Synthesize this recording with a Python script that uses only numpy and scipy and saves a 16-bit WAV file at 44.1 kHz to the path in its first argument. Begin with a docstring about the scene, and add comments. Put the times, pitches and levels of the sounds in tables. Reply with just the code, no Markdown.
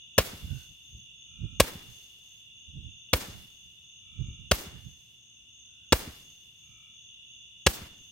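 """Roman candle at night

A cardboard tube on open ground fires six stars. Each shot is a turbulent gas jet, a crack as the star
clears the muzzle, a hollow tube resonance and a thump; the land scatters it back and the star hisses
away. Crickets stridulate all around, the highest kind in regular phrases; far tree frogs call in
pulses, and light puffs of wind buffet the microphone."""
import sys
import numpy as np
from scipy import signal
from scipy.fft import rfft, irfft, next_fast_len
from scipy.io import wavfile
from scipy.ndimage import map_coordinates

SR = 44100
rng = np.random.default_rng(int(sys.argv[2]) if len(sys.argv) > 2 else 0)


def digitize_waveform(pressure):
    """Quantize a signal to 16-bit integers and store it at the path in sys.argv[1].

    Rows of a 2-D input are taken as channels; values are limited to [-1, 1].
    """
    field = np.atleast_2d(pressure).T
    bounded = np.clip(field, -1, 1)
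    quanta = np.round(bounded * 32767).astype(np.int16)
    wavfile.write(sys.argv[1], SR, quanta)


N = 357651
TIME = np.arange(N) / SR
PHRASE_PERIOD_S = .338   # beat of the high crickets


def candle(crack_db=-8, crack_ms=.044, thump_db=-15, scatter_db=-34, echo_db=-18, echo_s=.151,
           echo_hz=260, shade=.2, shade_hz=7000):
    """Superposition: each shot reaches the left port first, then returns as scatter and a dull echo."""
    # shots: t/s, jet level/dB, brightness/dB, time in tube/ms, roar decay/ms, ring level/dB,
    # round trip/ms, relative hiss level/dB, spark trail/s, burn time/s, left lead/samples
    shots = [(0.1797, -15, 2, 6.2, 11.6, -3, 1.8, -64, 0.48, 0.87, 2.5),
             (1.599, -11.5, -2, 6.43, 6.1, -1, 1.77, -62, 0.06, 0.91, 0.4),
             (3.1313, -15, -0.5, 5.8, 6.2, -14.5, 1.64, -67.5, 0.36, 0.76, 2.5),
             (4.5122, -13.3, -3, 6.9, 4.04, -10, 1.73, -66.8, 0.18, 0.7, 1.9),
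             (5.9225, -11, -4, 7.7, 4.4, -2, 2.05, -66.5, 0.31, 1, 2),
             (7.6637, -7.5, -11, 6.76, 3.7, -10, 2.15, -68, 0.21, .6, 1.2)]
    out = np.zeros((2, N))
    samples = np.arange(SR + SR // 2)
    t = samples / SR
    ms = t * 1000
    for s, jet_db, bright_db, exit_ms, fall_ms, ring_db, trip_ms, hiss_db, trail_s, burn_s, lead in shots:
        pop = from_db(jet_db) * tube_comb(jet(ms, exit_ms, fall_ms, bright_db))
        pop += from_db(crack_db) * pulse(ms, exit_ms, crack_ms)
        pop += from_db(ring_db) * tube_ring(ms, exit_ms, trip_ms)
        pop += from_db(thump_db) * thump(ms, exit_ms)
        right = map_coordinates(pop, [samples - lead], order=3)
        right -= shade * cut(right, shade_hz, "high", order=1)   # acoustic shadow
        # short waves diffract round the microphone differently for each port
        side = from_db(jet_db - 8) * cut(jet(ms, exit_ms, fall_ms, bright_db), 3500, "high", order=1)
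        add(out, np.array([pop + side, right - side]), s)
        echo = cut(cut(pop, echo_hz, "low", order=4), echo_hz / 4, "high")
        add(out, from_db(echo_db) * echo, s + echo_s)
        add(out, from_db(scatter_db) * scatter(t), s)
        add(out, from_db(hiss_db) * star(t, trail_s, burn_s), s)
    return out


def jet(ms, exit_ms, fall_ms, bright_db, rise_ms=.7, split_hz=3500, shock=.17):
    """Jet noise: turbulent gas roars past the star and decays once it is out, the hiss twice as fast."""
    # jet spectrum: f/Hz, spectral level/dB
    spectrum = [(40, -18.5), (120, -2), (260, 0), (450, -2), (850, -12), (1400, -4), (2000, -8),
                (2800, -3.5), (5000, -7.5), (10000, -8.5), (15500, -15)]
    gas = noise(spectrum, len(ms))
    gas = rms_one(gas + shock * cut(gas ** 2 - 1, 300, "high", order=1))   # compressions steepen
    roar = cut(gas, split_hz, "low", order=1)
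    hiss = from_db(bright_db) * (gas - roar)
    decay = np.exp(-np.maximum(ms - exit_ms, 0) / fall_ms)
    return (1 - np.exp(-ms / rise_ms)) * decay * (roar + hiss * decay)


def tube_comb(x, round_trip_s=.0018, reflection=.3):
    """Comb filtering: repeated reflection from the tube's foot gives a slightly hollow colour."""
    loop = np.zeros(round(round_trip_s * SR) + 2)
    loop[0], loop[-3:] = 1, -reflection / 3
    return signal.lfilter([1], loop, x + 1e-18)


def tube_ring(ms, exit_ms, round_trip_ms, width_ms=.26, loss_db=10.5, low_hz=450):
    """Pipe resonance: a pulse in the empty tube returns once at full strength, then weaker and broader."""
    ring = pulse(ms, exit_ms, width_ms)
    for k in range(4):
        ring += from_db(-loss_db * k) * pulse(ms, exit_ms + (k + 1) * round_trip_ms,
                                              width_ms * np.sqrt(k + 1))
    return cut(ring, low_hz, "high", order=1)


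def thump(ms, exit_ms, first_push=.916, late_ms=5.7, width_ms=2.2, swing_hz=54, q=1.2, low_hz=34):
    """Damped oscillation: gas pushes out ahead of the star and behind it; the pressure swings back."""
    push = first_push * pulse(ms, .77, width_ms / 2) + pulse(ms, exit_ms + late_ms, width_ms)
    w = 2 * np.pi * swing_hz / SR
    swing = signal.lfilter(*signal.bilinear([1, 0, 0], [1, w / q, w * w]), push + 1e-18)
    return cut(swing, low_hz, "high")


def scatter(t, build_s=.006, hold_s=.071, early_t60=1.9, clearing_s=.063, clearing_width_s=.0079,
            clearing_db=-5):
    """Scattering: rough ground, then plants beyond the clearing, return a wash that dies treble first."""
    # scattered spectrum: f/Hz, spectral level/dB
    spectrum = [(60, -0.5), (200, 1.5), (400, 1), (900, -3.5), (2500, -4.5), (5000, -6.5), (10000, -10),
                (15500, -7.5)]
    # reverberation times: f/Hz, T60/s
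    decay_times = [(100, 1), (500, 0.47), (2000, 0.56), (6000, 0.45), (14000, 0.27)]
    wash = rfft(diffuse(spectrum, len(t)) * flicker(t, per_s=820, spread_db=1))
    hz = np.fft.rfftfreq(len(t), 1 / SR)
    centres, t60s = np.transpose(decay_times)
    out = 0
    for share, t60 in zip(np.eye(len(centres)), t60s):
        band = irfft(wash * at_hz(np.c_[centres, share], hz), len(t))
        decay_db = -60 * (np.minimum(t, hold_s) / early_t60 + np.maximum(t - hold_s, 0) / t60)
        out += band * flicker(t, per_s=55, spread_db=1.8) * from_db(decay_db)
    dip = from_db(clearing_db * pulse(t, clearing_s, clearing_width_s))
    return out * (1 - np.exp(-t / build_s)) * dip


def star(t, trail_s, burn_s, trail_db=6, recede_s=.4, light_s=.034):
    """Combustion noise: the star sheds sparks, then fizzes, fainter as it climbs, until it goes out."""
    # hiss spectrum: f/Hz, spectral level/dB
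    spectrum = [(500, -2), (1500, -7), (3000, 4), (6000, 2), (9000, -4), (12500, 1.5), (15500, -4.5)]
    sparks = from_db(trail_db * (.5 - .5 * np.tanh((t - trail_s) / .025)))
    alight = np.minimum(t / light_s, 1) * (.5 - .5 * np.tanh((t - burn_s) / .07))
    sputter = flicker(t, per_s=6.7, spread_db=1.54) * flicker(t, per_s=150, spread_db=1.5)
    return 2 * diffuse(spectrum, len(t)) * sparks * alight * sputter / (1 + (t / recede_s) ** 2)


def wind(rise_s=.019, flutter_db=2, stir_db=-29, stir_s=.11):
    """Turbulent pressure: puffs buffet the right port; the left shares part of their eddies."""
    # puffs: peak t/s, right level/dB, decay time/s, left relative to right/dB
    puffs = [(.45, -35.5, .025, -2.5), (0.519, -29.5, .036, -20), (.71, -53.5, 0.026, 3),
             (0.939, -46, 0.051, 0.5), (1.447, -23.5, 0.014, -13), (1.53, -39, 0.065, -17.5),
             (1.889, -47.5, 0.037, -16), (2.69, -48, 0.014, -20.5), (2.774, -33, 0.032, -8),
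             (2.85, -40.5, 0.046, -18), (3.36, -42.5, 0.038, -20.5), (3.66, -59, .04, -10),
             (4.214, -26.5, 0.024, -16), (4.29, -41.5, 0.036, 0.5), (4.4, -42, .08, -13),
             (4.761, -36, 0.02, -13.5), (4.86, -40.5, 0.033, -15.5), (6.7, -56, 0.043, -2)]
    # eddy spectrum: f/Hz, spectral level/dB
    spectrum = [(20, -23.5), (45, 0.5), (70, 2), (130, 1), (200, -10), (300, -21), (500, -40), (1000, -65),
                (3000, -85)]
    power = 0
    for s, level_db, decay_s, left_db in puffs:
        puff = np.exp(-np.maximum((s - TIME) / rise_s, (TIME - s) / decay_s))
        puff += from_db(stir_db) * pulse(TIME, s, stir_s)   # a wider stir of air
        power += (from_db([[level_db + left_db], [level_db]]) * puff) ** 2
    right = noise(spectrum, next_fast_len(N))[:N]
    left = (right + noise(spectrum, next_fast_len(N))[:N]) / np.sqrt(2)
    return np.sqrt(power) * flicker(TIME, per_s=30, spread_db=flutter_db) * np.array([left, right])


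def crickets(skirt_db=-13, edge_db=-38, count=5):
    """Incoherent summation: a few near insects of each kind over a far crowd blurred into one band."""
    # kinds: f/Hz, spread of f/Hz, wing stroke rate/Hz, relative level/dB, far share of power
    kinds = [(2858, 81, 37, -.5, 0.8), (3488, 75, 56, -0.5, 0.6), (6378, 110, 34, -1, 0.7)]
    steady_db = chorus_level()
    levels_db = [steady_db, steady_db, phrase_level()]
    offsets = np.array([-16, -7, -3, -1, 1, 3, 7, 16])
    band_db = [2 * edge_db, edge_db, skirt_db, 0, 0, skirt_db, edge_db, 2 * edge_db]
    out = 0
    for (hz, spread, strokes, gain_db, far), level_db in zip(kinds, levels_db):
        near = sum(cricket(hz + spread * k, strokes * (1 + rng.normal() / 10))
                   for k in np.linspace(-1, 1, count))
        crowd = diffuse(np.c_[hz + spread * offsets, band_db], N)
        out += from_db(level_db + gain_db) * (np.sqrt(1 - far) * rms_one(near) + np.sqrt(far) * crowd)
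    return out


def cricket(hz, strokes_per_s, sag=.058):
    """Stridulation: each wing stroke is a short tone sagging in pitch; bearing sets the stereo phase."""
    stroke_rate = strokes_per_s * (1 + drift(count=120) / 20)
    stroke = (np.cumsum(stroke_rate) / SR + rng.random()) % 1
    phase = 2 * np.pi * np.cumsum(hz * (1 + sag * (.5 - stroke))) / SR
    shift = rng.uniform(-np.pi / 2, np.pi / 2)
    envelope = (4 * stroke * (1 - stroke)) ** 2 * from_db(2 * drift(count=30))
    return envelope * np.sin([phase + shift, phase - shift])


def chorus_level(swell_db=1.4, peak_s=1.5, period_s=1.46):
    """Slow amplitude modulation: the level in dB of the low and middle crickets swells and ebbs."""
    # underlying course: t/s, level/dB
    course = [(0.0, -55), (0.54, -54.5), (4.67, -55.5), (5.22, -58.5), (8.11, -54.5)]
    return in_time(course) + swell_db * np.cos(2 * np.pi * (TIME - peak_s) / period_s)


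def phrase_level(level_db=-58.8, pause_db=-7.5, attack_s=.11, release_s=.13, uneven_db=1.53):
    """Trapezoidal modulation: the level in dB of the high crickets rises, holds and sinks each phrase."""
    since = phrase_clock()
    effort = np.minimum(since / attack_s, (PHRASE_PERIOD_S - since) / release_s).clip(max=1)
    return level_db + pause_db * (1 - effort) + uneven_db * drift(count=24)


def phrase_clock(first_pause_s=.13):
    """Synchrony: the high crickets share one clock, the seconds since their phrase began."""
    # lead over the strict beat: t/s, lead/s
    hurry = [(1.2, .02), (2.2, -.02), (3.4, 0.061), (5.6, .07), (6.8, 0.014)]
    return (TIME + in_time(hurry) - first_pause_s) % PHRASE_PERIOD_S


def lead_cricket(hz=6530, level_db=-66.5, start_s=.025, note_s=.16, uneven_db=2):
    """Gated stridulation: the nearest cricket, straight ahead, trills almost purely in each phrase."""
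    progress = np.clip((phrase_clock() - start_s) / note_s, 0, 1)
    note = np.sqrt(np.abs(np.sin(np.pi * progress)))
    trill = rms_one(cricket(hz, strokes_per_s=45, sag=.008)[0])
    return from_db(level_db + uneven_db * drift(count=24)) * note * trill


def frogs(pulses_per_s=46, upper_db=9, upper_ratio=1.83, rise=.14, blur=.4):
    """Two resonances sound in runs of pulses rising in pitch; distance blurs part into noise."""
    # calls: t/s, duration/s, level/dB and f/Hz of the lower resonance
    calls = [(.44, .26, -68, 1500), (1.26, .38, -76, 1350), (4.0, .5, -78, 1290), (5.62, .36, -83, 1480),
             (6.6, .4, -78, 1290)]
    out = np.zeros((2, N))
    for s, length_s, level_db, hz in calls:
        t = np.arange(int(length_s * SR)) / SR
        beat = (t * pulses_per_s) % 1
        call = 0
        for centre, db in ((hz, 0), (hz * upper_ratio, upper_db)):
            phase = 2 * np.pi * np.cumsum(centre + hz * rise * (beat - .5)) / SR
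            pulses = rms_one(np.sin(np.pi * beat) ** 2 * np.sin(phase))
            band = [(centre - 600, -50), (centre - 100, 0), (centre + 100, 0), (centre + 600, -50)]
            call += from_db(db) * (np.sqrt(1 - blur) * pulses + np.sqrt(blur) * diffuse(band, len(t)))
        add(out, from_db(level_db) * np.sin(np.pi * t / length_s) * call, s)
    return out


def night_air(level_db=-67):
    """Ambient noise: the night air and its faintest insects form a diffuse field."""
    # ambient spectrum: f/Hz, spectral level/dB
    spectrum = [(25, -25.5), (60, -2), (120, 0), (200, -9), (350, -18), (700, -27), (1900, -28.5),
                (2500, -19.5), (3800, -16.5), (4500, -33), (5700, -16), (7400, -28.5), (8600, -25),
                (9700, -31.5), (16000, -35.5)]
    return from_db(level_db) * diffuse(spectrum, N)


def diffuse(spectrum, size):
    """Diffuse field: stereo noise, coherent in the bass and nearly incoherent in the treble."""
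    # likeness of left and right: f/Hz, correlation coefficient
    correlation = [(100, .87), (290, 0.45), (640, 0.33), (1400, 0.23), (3100, -0.11), (7000, 0.28),
                   (15000, -0.00039)]
    padded = next_fast_len(size)
    hz = np.fft.rfftfreq(padded, 1 / SR)
    alike = at_hz(correlation, hz)
    mid, side = rfft(rng.standard_normal((2, padded))) * from_db(at_hz(spectrum, hz))
    channels = np.sqrt(1 + alike) * mid + np.sqrt(1 - alike) * side * [[1], [-1]]
    return rms_one(irfft(channels, padded)[:, :size])


def noise(spectrum, size):
    """Spectral shaping of white noise, rms 1."""
    gain = from_db(at_hz(spectrum, np.fft.rfftfreq(size, 1 / SR)))
    return rms_one(irfft(rfft(rng.standard_normal(size)) * gain, size))


def flicker(t, per_s, spread_db):
    """Random amplitude modulation: a gain with per_s turns a second."""
    steps = rng.standard_normal(len(t))
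    return from_db(spread_db * np.interp(t * per_s, np.arange(len(t)), steps))


def drift(count):
    """Slow random fluctuation through count points over the scene, spread about 1."""
    return np.interp(TIME, np.linspace(0, TIME[-1], count), rng.standard_normal(count))


def pulse(t, centre, width):
    """Gaussian pulse of height 1."""
    return np.exp(-.5 * ((t - centre) / width) ** 2)


def cut(x, hz, kind, order=2):
    """Causal Butterworth filter."""
    return signal.sosfilt(signal.butter(order, hz, kind, fs=SR, output="sos"), x + 1e-18)


def from_db(db):
    """Level to amplitude ratio."""
    return 10 ** (np.asarray(db) / 20)


def rms_one(x):
    """Normalisation to unit rms."""
    return x / np.sqrt(np.mean(x ** 2) + 1e-30)


def in_time(rows):
    """Linear interpolation of (t/s, value) at every sample."""
    return np.interp(TIME, *np.transpose(rows))


def at_hz(points, hz):
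    """Interpolation of (f/Hz, value) on a log-frequency axis."""
    f, value = np.transpose(points)
    return np.interp(np.log(np.maximum(hz, 1)), np.log(f), value)


def add(out, sound, s):
    """Superposition of a sound starting at time s."""
    i = round(s * SR)
    out[:, i:i + sound.shape[-1]] += sound[..., :N - i]


def scene():
    """Superposition of the candle and the sounds of the night."""
    return candle() + crickets() + lead_cricket() + wind() + night_air() + frogs()


def record(dry):
    """Hard clipping limits the highest peaks; a steep low-pass removes the top treble."""
    ceiling, cutoff_hz = .92, 15900
    low_pass = signal.ellip(12, .1, 80, cutoff_hz, fs=SR, output="sos")
    return signal.sosfilt(low_pass, np.clip(dry, -ceiling, ceiling))


dry = scene()
out = record(dry)
digitize_waveform(out)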